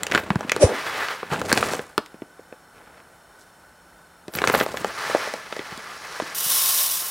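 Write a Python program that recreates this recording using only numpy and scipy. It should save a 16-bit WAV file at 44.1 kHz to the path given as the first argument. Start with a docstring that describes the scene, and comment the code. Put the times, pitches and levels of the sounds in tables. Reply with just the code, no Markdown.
"""A small tiled kitchen, the microphone close to a steel pot and a big plastic bag of dry rice.
As the bag is hoisted and tipped, its film buckles in snaps over a fine crinkle. The load slumps
with a groan and a thump and slides about inside; at last a stream of grains rattles into the pot
and sets its wall ringing. A faint steady hiss and an appliance's hum lie under it all."""
import sys
import numpy as np
from scipy import signal
from scipy.fft import rfft, irfft
from scipy.io import wavfile

SR = 44100
rng = np.random.default_rng(int(sys.argv[2]) if len(sys.argv) > 2 else 0)


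def store_pcm(level_fs):
    """Save levels as 16-bit WAV."""
    pcm = np.round(np.clip(level_fs, -1, 1) * 32767).astype(np.int16)
    wavfile.write(sys.argv[1], SR, np.atleast_2d(pcm).T)


N = 313110
TIME = np.arange(N) / SR

# spectrum of the room tone: (frequency [Hz], gain [dB])
ROOM_TONE_COLOUR = [(40, 1.5), (60, -1.5), (100, -8), (300, -7), (700, -4.5), (1100, -7), (1600, -7.5),
                    (2200, -15), (3000, -22), (6000, -22.5), (9500, -19.5), (12000, -25.5), (15500, -28)]
# narrow bands in the room tone: (centre [Hz], width [Hz], level [dB])
HISS_BANDS = [(856, 120, -66), (1360, 120, -64), (1495, 90, -60.5), (3030, 200, -73), (3600, 100, -75),
              (4250, 110, -75), (5420, 180, -71)]
# hands crush the bag: (time [s], hold [s], relative levels of rumble [dB], crinkle [dB], crackle [dB])
GRIPS = [(0.005, 0.09, -42.5, -37, -54), (0.139, 0.043, -31, -28, -42.5), (0.213, 0.36, -40, -40.5, -54.5),
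         (1.32, 0.023, -28.5, -25.5, -39), (1.36, 0.13, -31, -35, -43.5), (1.495, 0.25, -31, -27.5, -34.5),
         (1.82, 0.063, -54, -45.5, -53), (2.76, 0.23, -58, -53.5, -75), (3.404, 0.004, -66, -61, -56),
         (4.362, 0.07, -38.5, -34, -42), (4.45, 0.18, -32, -26, -36.5), (4.67, 0.2, -41, -39, -46.5)]
# spectrum of the film's midrange crinkle: (frequency [Hz], gain [dB])
CRINKLE_COLOUR = [(200, -24.5), (500, 2.5), (1000, 0.5), (1600, -1), (2500, -7), (4000, -15), (8000, -37)]
# spectrum of its fine crackle and ticks: (frequency [Hz], gain [dB])
CRACKLE_COLOUR = [(1500, -29), (4000, 0), (6000, -1.5), (8000, -1), (10000, -4), (13000, -10.5),
                  (16000, -9)]
# the bag buckles: (time [s], panel pitch [Hz], panel level [dB], crack pitch [Hz], crack level [dB],
# tick level [dB])
BUCKLES = [(0.0333, 410, -55, 2320, -27.5, -25.5), (0.0673, 500, -35, 2270, -27.5, -31.5),
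           (0.114, 302, -30, 1810, -27.5, -37), (0.1207, 520, -27.5, 1570, -21, -37),
           (0.149, 335, -19.5, 1560, -14.5, -31), (0.1567, 400, -25, 1300, -18, -39),
           (0.1769, 617, -27, 1450, -19, -43), (0.304, 197, -16.5, 1290, -19.5, -43),
           (0.357, 175, -16.5, 1080, -25.5, -42), (0.408, 640, -27.5, 1600, -37, -43.5),
           (0.448, 262, -30.5, 1070, -52, -57), (0.4957, 436, -43, 1920, -21.5, -35),
           (0.5185, 490, -25, 2000, -17, -25), (0.5637, 420, -22.5, 1350, -26.5, -34),
           (1.085, 686, -37, 1500, -27, -43), (1.23, 457, -29, 1220, -31.5, -57),
           (1.4156, 510, -24.5, 1190, -27, -38), (1.5165, 543, -21.5, 1440, -18.5, -40),
           (1.5277, 280, -17.5, 1300, -17, -18), (1.5753, 710, -22.5, 1600, -22, -26.5),
           (1.6274, 480, -27, 1090, -17, -49), (1.7348, 537, -24, 1110, -29, -33.5),
           (1.7928, 430, -25.5, 1770, -31.5, -49), (1.979, 400, -19, 1360, -17.5, -27.5),
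           (2.061, 465, -65, 2100, -46, -49), (2.1428, 325, -38.5, 1420, -53, -72),
           (2.22, 330, -30, 930, -40.5, -72), (2.3936, 480, -39.5, 1280, -56, -78),
           (2.5252, 495, -36.5, 1100, -43.5, -76), (4.281, 333, -32, 1480, -44, -46),
           (4.3377, 460, -42, 1700, -42, -41), (4.3519, 199, -32, 1360, -32, -33.5),
           (4.387, 380, -32, 1910, -23.5, -39), (4.4181, 420, -24, 1310, -24, -39),
           (4.44, 514, -21, 1220, -17, -42), (4.474, 520, -24.5, 1710, -18.5, -25.5),
           (4.4986, 425, -20, 1300, -18.5, -35), (4.5397, 540, -19.5, 1060, -18, -42),
           (4.5485, 500, -18, 1410, -17, -46), (4.601, 620, -45, 2340, -24.5, -44),
           (4.6103, 495, -17.5, 1400, -20, -47), (4.663, 583, -25, 1160, -32, -42),
           (4.7421, 546, -26, 1050, -45, -60), (4.7719, 730, -41, 1710, -29, -38.5),
           (4.8458, 550, -20.5, 1270, -25.5, -37.5), (5.0983, 590, -26, 1530, -41, -47),
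           (5.1486, 564, -12.5, 1300, -30, -47), (5.2744, 587, -28, 1200, -44, -54),
           (5.3383, 546, -26.5, 1200, -36, -37.5), (5.5253, 542, -31, 1350, -30.5, -53),
           (5.5655, 484, -31, 2000, -39.5, -48), (5.5926, 376, -29, 1680, -31.5, -54),
           (5.721, 177, -38.5, 1700, -56, -55), (5.776, 250, -39, 1500, -45, -41),
           (6.2, 540, -27.5, 1120, -25, -57), (6.221, 305, -29, 1220, -35, -58),
           (6.46, 161, -42, 1200, -50, -60)]
# the film is stretched tight: (time [s], hold [s], level [dB])
STRETCHES = [(0.178, 0.028, -46.5), (4.355, 0.0063, -31), (4.52, 0.11, -34.5), (4.746, 0.04, -51)]
# the slump's groan, after-shake and film hiss: (level [dB], time [s], attack [s], hold [s], release [s])
SLUMP_SWELLS = [(-4, 0.630, 0.024, 0.0077, 0.023), (-22, 0.648, 0.03, 0.066, 0.077),
                (-21.5, 0.6205, 0.02, 0.013, 0.059)]
# the load's slip rate sinks as it brakes: (first rate [Hz], last rate [Hz], time [s], braking time [s])
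SLIP = (600, 480, 0.637, 0.0047)
# spectrum of the film's hiss in the slump: (frequency [Hz], gain [dB])
FILM_HISS_COLOUR = [(2500, -3), (4500, -6), (5600, 1.5), (7300, -4), (9800, 2.5), (11200, -13),
                    (12500, -44)]
# the load lands in the bottom of the bag: (pitch [Hz], level [dB], decay [s])
THUMP = (94, 0.51, 0.0079)
# rice slides in the bag: (time [s], hold [s], release [s], tumble level [dB], graze level [dB])
SLIDES = [(0.76, 0.36, 0.18, -28.5, -45), (5.025, 0.21, 0.33, -29, -39.5), (5.55, 0.66, 4, -39.5, -48.5),
          (6.134, 0.14, 0.7, -41, -45)]
# spectrum of grains tumbling over each other: (frequency [Hz], gain [dB])
TUMBLE_COLOUR = [(100, -3.5), (250, -13), (450, -6), (800, -5), (1200, -1.5), (1900, -3), (2700, -10.5),
                 (4000, -15), (6000, -25), (12000, -29.5)]
# spectrum of grains grazing the film: (frequency [Hz], gain [dB])
GRAZE_COLOUR = [(2000, -33), (4000, 5), (5500, 6.5), (7500, -2), (10000, -3), (13000, -15), (16000, -17)]
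# spectrum of grains striking steel: (frequency [Hz], gain [dB])
STRIKE_COLOUR = [(200, -37), (600, -13.5), (2400, -12), (3000, -7.5), (3800, -3.5), (4400, -9.5),
                 (5000, -4.5), (5800, -4.5), (7200, -7), (9500, -2.5), (11200, -1.5), (12400, -5.5),
                 (14400, 1.5), (15700, -9.5)]
# resonances of the steel pot: (pitch [Hz], width [Hz], gain [dB])
POT_MODES = [(1074, 48, 13), (2920, 50, -3), (4291, 25, 0), (5650, 300, -6), (5922, 25, -1), (9714, 15, -2),
             (10492, 30, -7), (11186, 30, -2), (11590, 80, -7), (12987, 22, -6), (13804, 15, -2),
             (13972, 15, -6), (14276, 40, -7), (14657, 40, -7), (14940, 50, -5)]


def undb(db):
    """Decibels to gain."""
    return 10 ** (np.asarray(db) / 20)


def unit(x):
    """Scale to rms 1."""
    return x / np.sqrt(np.mean(x ** 2))


def swell(at_s, attack_s, hold_s, release_s):
    """Gain that rises 20 dB per attack_s, is 1 from at_s for hold_s, then falls 20 dB per release_s."""
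    return 10 ** (np.minimum(TIME - at_s, 0) / attack_s - np.maximum(TIME - at_s - hold_s, 0) / release_s)


def tint(x, colour):
    """Causal filter through (frequency [Hz], gain [dB]) points, from the cepstrum of its log gain."""
    hz, db = np.transpose(colour)
    size = 4096
    curve_db = np.interp(np.log(np.fft.rfftfreq(size, 1 / SR) + 1), np.log(hz), db)
    cepstrum = irfft(np.log(undb(curve_db)))
    cepstrum[1:size // 2] *= 2
    cepstrum[size // 2 + 1:] = 0
    return signal.fftconvolve(x, irfft(np.exp(rfft(cepstrum))))[:len(x)]


def band(x, lo_hz, hi_hz, order=2):
    """Band-pass."""
    return signal.sosfilt(signal.butter(order, [lo_hz, hi_hz], "band", fs=SR, output="sos"), x)


def ring(x, hz, width_hz):
    """One resonance, gain 1 at its centre."""
    return signal.lfilter(*signal.iirpeak(hz, hz / width_hz, fs=SR), x)


def impacts(per_s, spread_db):
    """Tiny impacts at random moments, most of them weak and a few strong."""
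    size = undb(spread_db * np.minimum(rng.exponential(size=N), 5))
    return unit((rng.random(N) < per_s / SR) * size * rng.choice([-1, 1], N))


def flutter(rate_hz, depth_db):
    """A gain that wanders at random."""
    knots = rng.standard_normal(N // 100)
    return unit(undb(depth_db * np.interp(TIME * rate_hz, np.arange(len(knots)), knots)))


def rustle(colour, per_s, spread_db):
    """Ticks of every size: separate streams ring broad bands about half an octave apart."""
    centres_hz = np.r_[250 * 2 ** (np.arange(12) / 2), 14500]
    ticks = sum(ring(impacts(per_s, spread_db), hz, 0.63 * hz) for hz in centres_hz)
    return unit(tint(ticks, colour))


def room_tone(hiss_db=-52.5, hum_hz=172, hum_db=-64.5):
    """Steady hiss with a few narrow bands, and the low, wavering hum of an appliance."""
    hiss = unit(tint(rng.standard_normal(N), ROOM_TONE_COLOUR)) * flutter(rate_hz=14, depth_db=0.4)
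    bands = sum(undb(db) * unit(ring(ring(rng.standard_normal(N), hz, width), hz, width))
                for hz, width, db in HISS_BANDS)
    hum = np.sqrt(2) * np.sin(2 * np.pi * hum_hz * TIME) * flutter(rate_hz=4.4, depth_db=4)
    return undb(hiss_db) * hiss + bands + undb(hum_db) * hum


def crumple(gain_db=-1, attack_s=0.05, release_s=0.11):
    """Countless small creases crackle while the hands drag on the heavy bag."""
    grips = [np.outer(undb(levels), swell(at_s, attack_s, hold_s, release_s))
             for at_s, hold_s, *levels in GRIPS]
    rumble_gain, crinkle_gain, crackle_gain = np.max(grips, axis=0)
    rumble = rumble_gain * unit(band(impacts(per_s=460, spread_db=0.5), 79, 480))
    crinkle = crinkle_gain * rustle(CRINKLE_COLOUR, per_s=700, spread_db=4)
    crackle = crackle_gain * rustle(CRACKLE_COLOUR, per_s=1300, spread_db=5)
    jerks = flutter(rate_hz=97, depth_db=3.5)  # the film gives in fits and starts
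    return undb(gain_db) * jerks * (rumble + crinkle + crackle)


def snaps(decay_cycles=1.13, rise_s=0.00027, flap_s=0.01, crack_s=0.002, tick_s=0.001, scatter=0.39):
    """A crease gives with a tick and a crack; the panel behind it flips and swings, damped by rice."""
    out, t = np.zeros(N + SR), TIME[:SR // 20]
    jump = signal.unit_impulse(len(t))
    scale = np.sqrt(SR / 100 / len(t))  # levels are rms over a hundredth of a second
    for at_s, panel_hz, panel_db, crack_hz, crack_db, tick_db in BUCKLES:
        flap_noise, crack_noise, tick_noise = rng.standard_normal((3, len(t)))
        envelope = np.exp(-t * panel_hz / decay_cycles) * (1 - np.exp(-t / rise_s))
        swing = envelope * np.sin(2 * np.pi * panel_hz * t)
        # the slack film around the panel flaps along, without a pitch
        flap = band(flap_noise * np.exp(-t / flap_s), 0.5 * panel_hz, 2 * panel_hz)
        # a small, soft panel radiates little bass and no treble
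        panel = band(unit(swing) + undb(-6) * unit(flap), 0.3 * panel_hz, 2200, order=3)
        # a crease runs as one jump and a scatter of smaller ones
        run = jump + scatter * crack_noise * np.exp(-t / crack_s)
        crack = band(ring(run, crack_hz, 0.47 * crack_hz), 530, 3 * crack_hz, order=3)
        tick = tint(jump + scatter * tick_noise * np.exp(-t / tick_s), CRACKLE_COLOUR)
        # the length of the crease sets the pitch of both crack and tick
        tick = unit(tick) + unit(ring(tick, 3.23 * crack_hz, width_hz=2000))
        snap = undb(panel_db) * unit(panel) + undb(crack_db) * unit(crack) + undb(tick_db) * unit(tick)
        start = int(at_s * SR)
        out[start:start + len(t)] += scale * snap
    return out[:N]


def sparkle(attack_s=0.025, release_s=0.029, width_hz=3000):
    """The smallest creases of the taut film pop one by one, each very high and thin."""
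    tension = sum(undb(db) * swell(at_s, attack_s, hold_s, release_s) for at_s, hold_s, db in STRETCHES)
    pops = sum(ring(ring(impacts(per_s=110, spread_db=2.5), hz, width_hz), hz, width_hz)
               for hz in (11500, 13300, 15000))
    return tension * unit(pops)


def slump(roughness=0.35, stereo_width=0.11):
    """The load shifts all at once: the film hisses and groans downward in pitch as the slip brakes."""
    first_hz, last_hz, brake_at_s, brake_s = SLIP
    slip_hz = last_hz + (first_hz - last_hz) * (1 - np.tanh((TIME - brake_at_s) / brake_s)) / 2
    slips = np.sin(2 * np.pi * np.cumsum(slip_hz) / SR)
    press, shake, rub = (undb(db) * swell(*shape) for db, *shape in SLUMP_SWELLS)
    load = np.maximum(press, shake)
    judder, side = (unit(band(rng.standard_normal(N), 260, 620)) for _ in range(2))
    # slips keep time only while the load presses hard; after that they scatter
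    grip = (load / load.max()) ** 0.47
    groan = load * (grip * slips + (roughness + 1 - grip) / (1 + roughness) * judder)
    hiss = rub * np.array([unit(tint(rng.standard_normal(N), FILM_HISS_COLOUR)) for _ in range(2)])
    return groan + hiss + stereo_width * load * side * np.array([[1], [-1]])


def thump(at_s=0.6378, rise_s=0.002):
    """The bottom of the bag takes the weight of the rice in one low, quickly damped swing."""
    hz, db, decay_s = THUMP
    t = np.maximum(TIME - at_s, 0)
    return undb(db) * np.sin(2 * np.pi * hz * t) * np.exp(-t / decay_s) * (1 - np.exp(-t / rise_s))


def slide(attack_s=0.31):
    """Grains tumble over each other and graze the film, muffled by the bag."""
    runs = [np.outer(undb(levels), swell(at_s, attack_s, hold_s, release_s))
            for at_s, hold_s, release_s, *levels in SLIDES]
    tumble_gain, graze_gain = np.linalg.norm(runs, axis=0)  # overlapping slides add in power
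    tumble = rustle(TUMBLE_COLOUR, per_s=3000, spread_db=3) * flutter(rate_hz=60, depth_db=2)
    graze = rustle(GRAZE_COLOUR, per_s=5000, spread_db=5)
    return tumble_gain * tumble + graze_gain * graze


def pour(start_s=6.347, level_db=-19.5, shimmer_db=-11, shimmer_s=0.02):
    """A dense stream of hard grains strikes the pot and keeps its thin wall ringing."""
    hits = tint(impacts(per_s=12000, spread_db=2.5), STRIKE_COLOUR)
    wall = sum(undb(db) * ring(hits, hz, width) for hz, width, db in POT_MODES)
    # between the strong rings lies a thicket of weak wall modes
    t = TIME[:SR // 4]
    weak_modes = band(rng.standard_normal(len(t)), 2500, 18000) * np.exp(-t / shimmer_s)
    shimmer = undb(shimmer_db) * unit(signal.fftconvolve(hits, weak_modes)[:N])
    # the stream starts at once, swells, holds and thins out
    flow = (TIME > start_s) * swell(at_s=6.521, attack_s=0.41, hold_s=0.23, release_s=0.72)
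    flow *= flutter(rate_hz=130, depth_db=1.2)
    return undb(level_db) * flow * unit(unit(hits + wall) + shimmer)


def room(x, near_t60_s=0.074, near_db=-11, tail_t60_s=0.38, tail_db=-15):
    """Worktop, stove and cupboards answer at once; the tiled room adds a short, weak tail."""
    t = TIME[:SR // 2]
    near, tail = (unit(rng.standard_normal(len(t)) * np.exp(-np.log(1000) * t / t60) * (t > 0.002))
                  for t60 in (near_t60_s, tail_t60_s))
    echo = (undb(near_db) * near + undb(tail_db) * tail) / np.sqrt(len(t))
    echo = tint(echo, [(80, -21), (300, -4), (2000, -1), (4500, -1.5), (8000, -4.5), (14000, -7)])
    return x + signal.fftconvolve(x, echo[None], axes=1)[:, :N]


def scene():
    """Bag, rice and pot close together in front of the microphone, room tone behind them."""
    bag = snaps() + crumple() + sparkle()
    rice = slump() + thump() + slide() + pour()
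    return room(bag + rice) + room_tone()


def record(dry, low_cut_hz=52, ceiling=0.88, top_hz=15800):
    """The microphone drops the deepest bass, flattens the highest peaks and cuts the top."""
    x = signal.sosfilt(signal.butter(4, low_cut_hz, "high", fs=SR, output="sos"), dry)
    x = np.clip(x, -ceiling, ceiling)
    return signal.sosfilt(signal.ellip(10, 0.2, 80, top_hz, fs=SR, output="sos"), x)


dry = scene()
out = record(dry)
store_pcm(out)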